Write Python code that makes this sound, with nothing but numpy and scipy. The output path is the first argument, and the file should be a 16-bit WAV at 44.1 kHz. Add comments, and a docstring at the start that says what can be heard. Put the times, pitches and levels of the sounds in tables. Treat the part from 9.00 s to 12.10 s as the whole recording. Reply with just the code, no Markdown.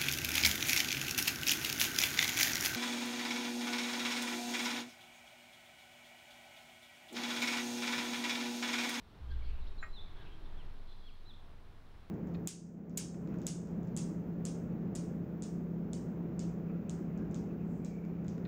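"""Small birds whistle short slurred notes, near and far, in a wooded yard heard from a hanging feeder.
Each note is a gliding, nearly pure tone that the trees scatter into reverberation. A bird shifts on
the tray, exciting its low modes of shudder and sway, and ticks a seed in its beak. One dry double
knock rings out. Behind it all lies the broadband hush of distant traffic."""
import sys
import numpy as np
from scipy import signal
from scipy.fft import rfft, irfft
from scipy.io import wavfile
from scipy.ndimage import uniform_filter1d, map_coordinates

SR = 44100
rng = np.random.default_rng(int(sys.argv[2]) if len(sys.argv) > 2 else 0)


def persist_wave(psi):
    """Save psi, clipped to +-1, as 16-bit WAV."""
    counts = np.round(np.clip(psi, -1, 1) * 32767).astype(np.int16)
    wavfile.write(sys.argv[1], SR, np.atleast_2d(counts).T)


N = 136710
TOP_HZ = 15650  # upper band limit


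def near_birds(gain_db=1, unsteadiness=0.0093):
    """Direct and reverberant sound: each whistle arrives straight, then scattered by the trees."""
    # near whistles: start_s, length_s, level_db before gain, crest_fraction, echo_db, five of pitch_hz
    whistles = [(.779, .035, -59, .55, -5, 4380, 4120, 3940, 3950, 4230),
                (.811, .040, -69, .6, -6, 6960, 7000, 7060, 7100, 7110),
                (.852, .022, -75, .5, -3, 7200, 7300, 7400, 7480, 7550),
                (.928, .094, -54.8, .76, -4, 4020, 4090, 3580, 3500, 4130),
                (1.566, .068, -65.5, .66, -7, 3380, 3370, 3180, 2830, 2300),
                (1.876, .058, -70, .3, 0, 4050, 4100, 4020, 4080, 4020),
                (1.908, .030, -67, .5, -1, 3350, 3480, 3520, 3480, 3400),
                (2.030, .080, -64, .62, -7, 3310, 3350, 3360, 2950, 2300),
                (2.060, .025, -70, .4, -5, 4350, 4330, 4280, 4230, 4200),
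                (2.254, .068, -59.5, .85, -6, 3780, 4050, 4040, 3650, 3280),
                (2.335, .017, -60.5, .45, -7, 3280, 3360, 3540, 3830, 4100)]
    waver = unsteadiness * walk(400)
    direct, scattered = 0, 0
    for start_s, length_s, level_db, crest, echo_db, *pitches_hz in whistles:
        whistle = note(start_s, length_s, level_db + gain_db, crest, pitches_hz, waver)
        direct += whistle
        scattered += undb(echo_db) * whistle
    return direct + trees(scattered, t60_s=0.49)


def note(start_s, length_s, level_db, crest, pitches_hz, waver, edge_db=-10.5, fade_s=0.0023):
    """Frequency modulation: a tone glides through pitches evenly spaced in time, swells and fades."""
    out = np.zeros(N)
    span = np.arange(max(int(start_s * SR), 0), min(int((start_s + length_s) * SR), N))
    progress = np.linspace(0, 1, len(span))
    position = progress * (len(pitches_hz) - 1)
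    glide = map_coordinates(np.array(pitches_hz, float), [position], order=3, mode="nearest")
    swell = undb(level_db + np.interp(progress, [0, crest, 1], [edge_db, 0, edge_db]))
    fade = np.clip(np.minimum(progress, 1 - progress) * length_s / fade_s, 0, 1)
    out[span] = swell * fade * tone(glide * (1 + waver[span]))
    return out


def feeder(rise_s=0.028):
    """Free vibration: shoves set off a shudder and a slower, longer sway; soft bumps damp quickly."""
    # the bird's shoves on the tray: start_s, sway_db, shudder_db
    shoves = [(0.206, -45.5, -38.5), (0.298, -31.5, -35), (.385, -30, -33), (1.418, -42.5, -60.5)]
    # soft bumps through the tray: start_s, level_db
    bumps = [(.06, -46), (3.069, -58)]
    # the tray's modes for each motion: frequency_hz, gain_db, t60_s
    sway_modes = [(8.293, -5, 4.7), (17.29, 4, 5.86), (24.88, -9.5, 2.2), (32.77, -18, 3)]
    shudder_modes = [(43.1, -18.5, 1.6), (50.2, -8.5, 2.3), (62.82, 2.5, 1.13), (70.2, -12, 0.92),
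                     (119.9, -14.5, 0.69)]
    bump_modes = [(100, 0, 0.15), (126, -8, 0.065)]
    motion = 0
    for start_s, sway_db, shudder_db in shoves:
        motion += undb(sway_db) * ring(start_s, sway_modes, rise_s)
        motion += undb(shudder_db) * ring(start_s, shudder_modes, rise_s)
    return motion + sum(undb(db) * ring(start_s, bump_modes, rise_s) for start_s, db in bumps)


def knock(t, crack_s=0.013, body_s=0.043, echo_db=-10.5):
    """Impact excitation: two contacts each give a crack, woody modes and a hollow after-sound."""
    # contacts of the knock: start_s, level_db
    contacts = [(0.8261, -46), (0.8334, -48)]
    # resonances of the struck body: frequency_hz, gain_db, t60_s
    modes = [(640, -10, 0.16), (1199, -7, 0.29), (1315, 2, 0.17), (1512, 1.5, 0.063), (1580, 8.5, 0.083),
             (1650, -4.5, 0.063), (1885, 3, 0.12), (2137, 1, 0.076), (2477, -6.5, .07), (2560, -19, 0.058)]
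    crack = undb(-8.5) * band_noise(1170, 2410)
    body = undb(-17.5) * band_noise(615, 1500)
    direct = 0
    for start_s, level_db in contacts:
        rattle = crack * decay(t, start_s, crack_s) + body * decay(t, start_s, body_s)
        direct += undb(level_db) * (ring(start_s, modes, rise_s=0.0019) + rattle)
    return direct + undb(echo_db) * trees(direct, t60_s=0.13)


def husking(t, tick_s=0.0022):
    """Brief contacts have broad spectra: a seed ticks as the bird turns it in its beak."""
    # husk ticks: start_s, level_db
    ticks = [(.766, -70), (.784, -74), (.792, -74)]
    return band_noise(3500, 6500) * sum(undb(db) * decay(t, start_s, tick_s) for start_s, db in ticks)


def far_birds(t, direct_db=2, echo_db=-2, unsteadiness=0.032):
    """Reverberation and superposition: remote calls blur among twitters and a wash of many birds."""
    # calls deep in the wood: start_s, length_s, level_db before gain, first_pitch_hz, last_pitch_hz
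    calls = [(0.284, 0.072, -68, 3180, 3495), (.298, 0.047, -62, 1667, 1530),
             (0.301, 0.03, -69.5, 4800, 3470), (0.381, 0.17, -74, 3340, 3116),
             (.415, 0.024, -64, 2248, 2150), (.44, 0.044, -72, 4070, 4630),
             (0.444, 0.16, -73.5, 2464, 2750), (0.609, .045, -69.5, 4270, 3420),
             (0.653, 0.035, -67, 1990, 4590), (.66, 0.056, -71, 3620, 3830),
             (1.043, 0.081, -73, 2450, 1814), (1.163, .125, -68, 1635, 1627),
             (1.155, 0.083, -71, 3420, 3170), (1.206, 0.023, -65.5, 3900, 3580),
             (1.221, .09, -72, 3080, 2360), (1.294, 0.082, -69, 3260, 3140), (1.44, 0.047, -71, 3450, 3600)]
    # bursts of faint twittering: peak_s, spread_s, centre_hz, width_hz, level_db
    bursts = [(0.325, 0.012, 4200, 1400, -70.5), (.47, 0.039, 4450, 900, -73.5),
              (0.515, 0.11, 2720, 700, -71), (0.68, 0.011, 4400, 1800, -71),
              (1.206, 0.051, 3350, 1100, -74), (1.297, 0.056, 2700, 910, -71),
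              (1.91, 0.024, 3690, 910, -69), (2.005, 0.21, 4430, 1190, -80.5)]
    # spectrum of the wash: frequency_hz, relative_density_db
    wash_spectrum = [(800, -17.5), (1600, -3), (2600, -10), (3300, 2), (4200, 0.5), (5000, -14),
                     (7000, -26.5)]
    # envelope of the wash: time_s, level_db
    wash_levels = [(0, -77), (.25, -76), (.45, -72.5), (.75, -76.5), (1.25, -73), (1.7, -76.5), (1.95, -73),
                   (2.3, -76), (2.6, -81.5), (3.1, -79.5)]
    waver = unsteadiness * walk(900)
    song = sum(note(start_s, length_s, level_db, crest=0.42, pitches_hz=pitches_hz, waver=waver)
               for start_s, length_s, level_db, *pitches_hz in calls)
    twitter = 0
    for peak_s, spread_s, centre_hz, width_hz, level_db in bursts:
        swell = undb(level_db - 5.1 * ((t - peak_s) / spread_s) ** 2)
        twitter += swell * band_noise(centre_hz - width_hz / 2, centre_hz + width_hz / 2)
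    wash = shaped_noise(wash_spectrum) * undb(np.interp(t, *np.array(wash_levels).T))
    echoes = trees(song, t60_s=0.79)
    flicker = undb(2 * walk(90))
    return undb(direct_db) * song + undb(echo_db) * echoes + flicker * twitter + wash


def trees(sound, t60_s, delay_s=0.012, build_s=0.0069, treble_hz=5430, treble_t60_ratio=0.29):
    """Multiple scattering: dense echoes from the trunks come late and die away, the treble first."""
    age = np.maximum(np.arange(SR) / SR - delay_s, 0)
    scatter = rng.standard_normal(SR) * (1 - np.exp(-age / build_s))
    fall = np.exp(-np.log(1000) * age / t60_s)
    low = band(scatter, 100, treble_hz) * fall
    treble = band(scatter, treble_hz, TOP_HZ) * fall ** (1 / treble_t60_ratio)
    response = (low + treble) / np.linalg.norm(scatter * fall)
    return signal.fftconvolve(sound, response)[:N]


def traffic(t, steady_above_hz=5100, flicker_db=1.6, gain_db=0.5, drift=0.003):
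    """Incoherent summation: distant traffic merges into a hush, steady on top, with faint whines."""
    # spectrum of the hush: frequency_hz, relative_density_db
    hush_spectrum = [(10, -19), (30, -11), (45, -17), (75, -14.5), (110, -20.5), (156, -24), (230, -27.5),
                     (390, -31), (480, -35), (700, -34.5), (920, -34), (1330, -37.5), (2000, -42.5),
                     (2800, -45), (3900, -48.5), (4700, -53), (5400, -53.5), (6300, -59.5), (7600, -62),
                     (10000, -62), (13000, -65.5), (15500, -63.5)]
    # envelope of its low middle: time_s, level_db before gain
    hush_levels = [(0, -67), (.5, -65), (1.0, -65.5), (1.6, -67.5), (2.4, -67.5), (3.1, -70)]
    # traffic whines that come and go: peak_s, spread_s, pitch_hz, level_db
    whines = [(1.36, 0.15, 322, -67.5), (0.84, 0.19, 396, -72), (1.49, 0.29, 398, -74),
              (1.03, 1.0, 436, -77)]
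    noise = shaped_noise(hush_spectrum)
    noise /= np.std(band(noise, 300, 1200))  # the low middle sets the scale
    hz = np.arange(N // 2 + 1) * SR / N
    low = irfft(rfft(noise) / (1 + (hz / steady_above_hz) ** 4), N)
    envelope_db = np.interp(t, *np.array(hush_levels).T)
    hush = low * undb(envelope_db + flicker_db * walk(9.42)) + (noise - low) * undb(envelope_db.mean())
    whine = 0
    for peak_s, spread_s, pitch_hz, level_db in whines:
        swell = undb(level_db - 4.3 * ((t - peak_s) / spread_s) ** 2)
        whine += swell * tone(pitch_hz * (1 + drift * walk(25)))
    return undb(gain_db) * hush + whine


def ring(start_s, modes, rise_s):
    """Modal superposition: damped sinusoids set going at one moment."""
    age = np.maximum(np.arange(N) / SR - start_s, 0)
    ringing = sum(undb(db) * np.sin(2 * np.pi * hz * age) * np.exp(-np.log(1000) * age / t60_s)
                  for hz, db, t60_s in modes)
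    return (1 - np.exp(-age / rise_s)) * ringing


def tone(hz):
    """A sinusoid of rms 1 whose phase is the integral of frequency."""
    return np.sqrt(2) * np.sin(2 * np.pi * np.cumsum(hz) / SR)


def decay(t, start_s, time_constant_s):
    """Exponential decay after a sudden onset."""
    return (t > start_s) * np.exp(-abs(t - start_s) / time_constant_s)


def shaped_noise(spectrum):
    """Spectral shaping: white noise weighted by a curve over log frequency, at rms 1."""
    points_hz, points_db = np.array(spectrum).T
    hz = np.maximum(np.arange(N // 2 + 1) * SR / N, 1)
    gain = undb(np.interp(np.log(hz), np.log(points_hz), points_db))
    return unit(irfft(rfft(rng.standard_normal(N)) * gain, N))


def band_noise(low_hz, high_hz):
    """Band-limited noise of rms 1."""
    return unit(band(rng.standard_normal(N), low_hz, high_hz))


def band(x, low_hz, high_hz):
    """Steep band-pass filtering."""
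    return signal.sosfilt(signal.butter(4, [low_hz, high_hz], "band", fs=SR, output="sos"), x)


def walk(rate_hz):
    """Random modulation: held levels, smoothed twice, at rms 1."""
    hold = int(SR / rate_hz)
    steps = rng.standard_normal(N)[np.arange(N) // hold]
    return unit(uniform_filter1d(uniform_filter1d(steps, hold), hold))


def undb(db):
    """Decibels to amplitude ratio."""
    return 10 ** (np.asarray(db) / 20)


def unit(x):
    """Normalisation to rms 1."""
    return x / np.sqrt(np.mean(x ** 2) + 1e-30)


def scene():
    """Linear superposition: birds, knock, feeder and traffic add at one point."""
    t = np.arange(N) / SR
    return (traffic(t) + near_birds() + far_birds(t) + knock(t) + husking(t) + feeder())[None]


def record(dry):
    """Band limiting: a steep low-pass cuts the highest treble."""
    return signal.sosfilt(signal.ellip(10, .1, 70, TOP_HZ, fs=SR, output="sos"), dry)


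dry = scene()
out = record(dry)
persist_wave(out)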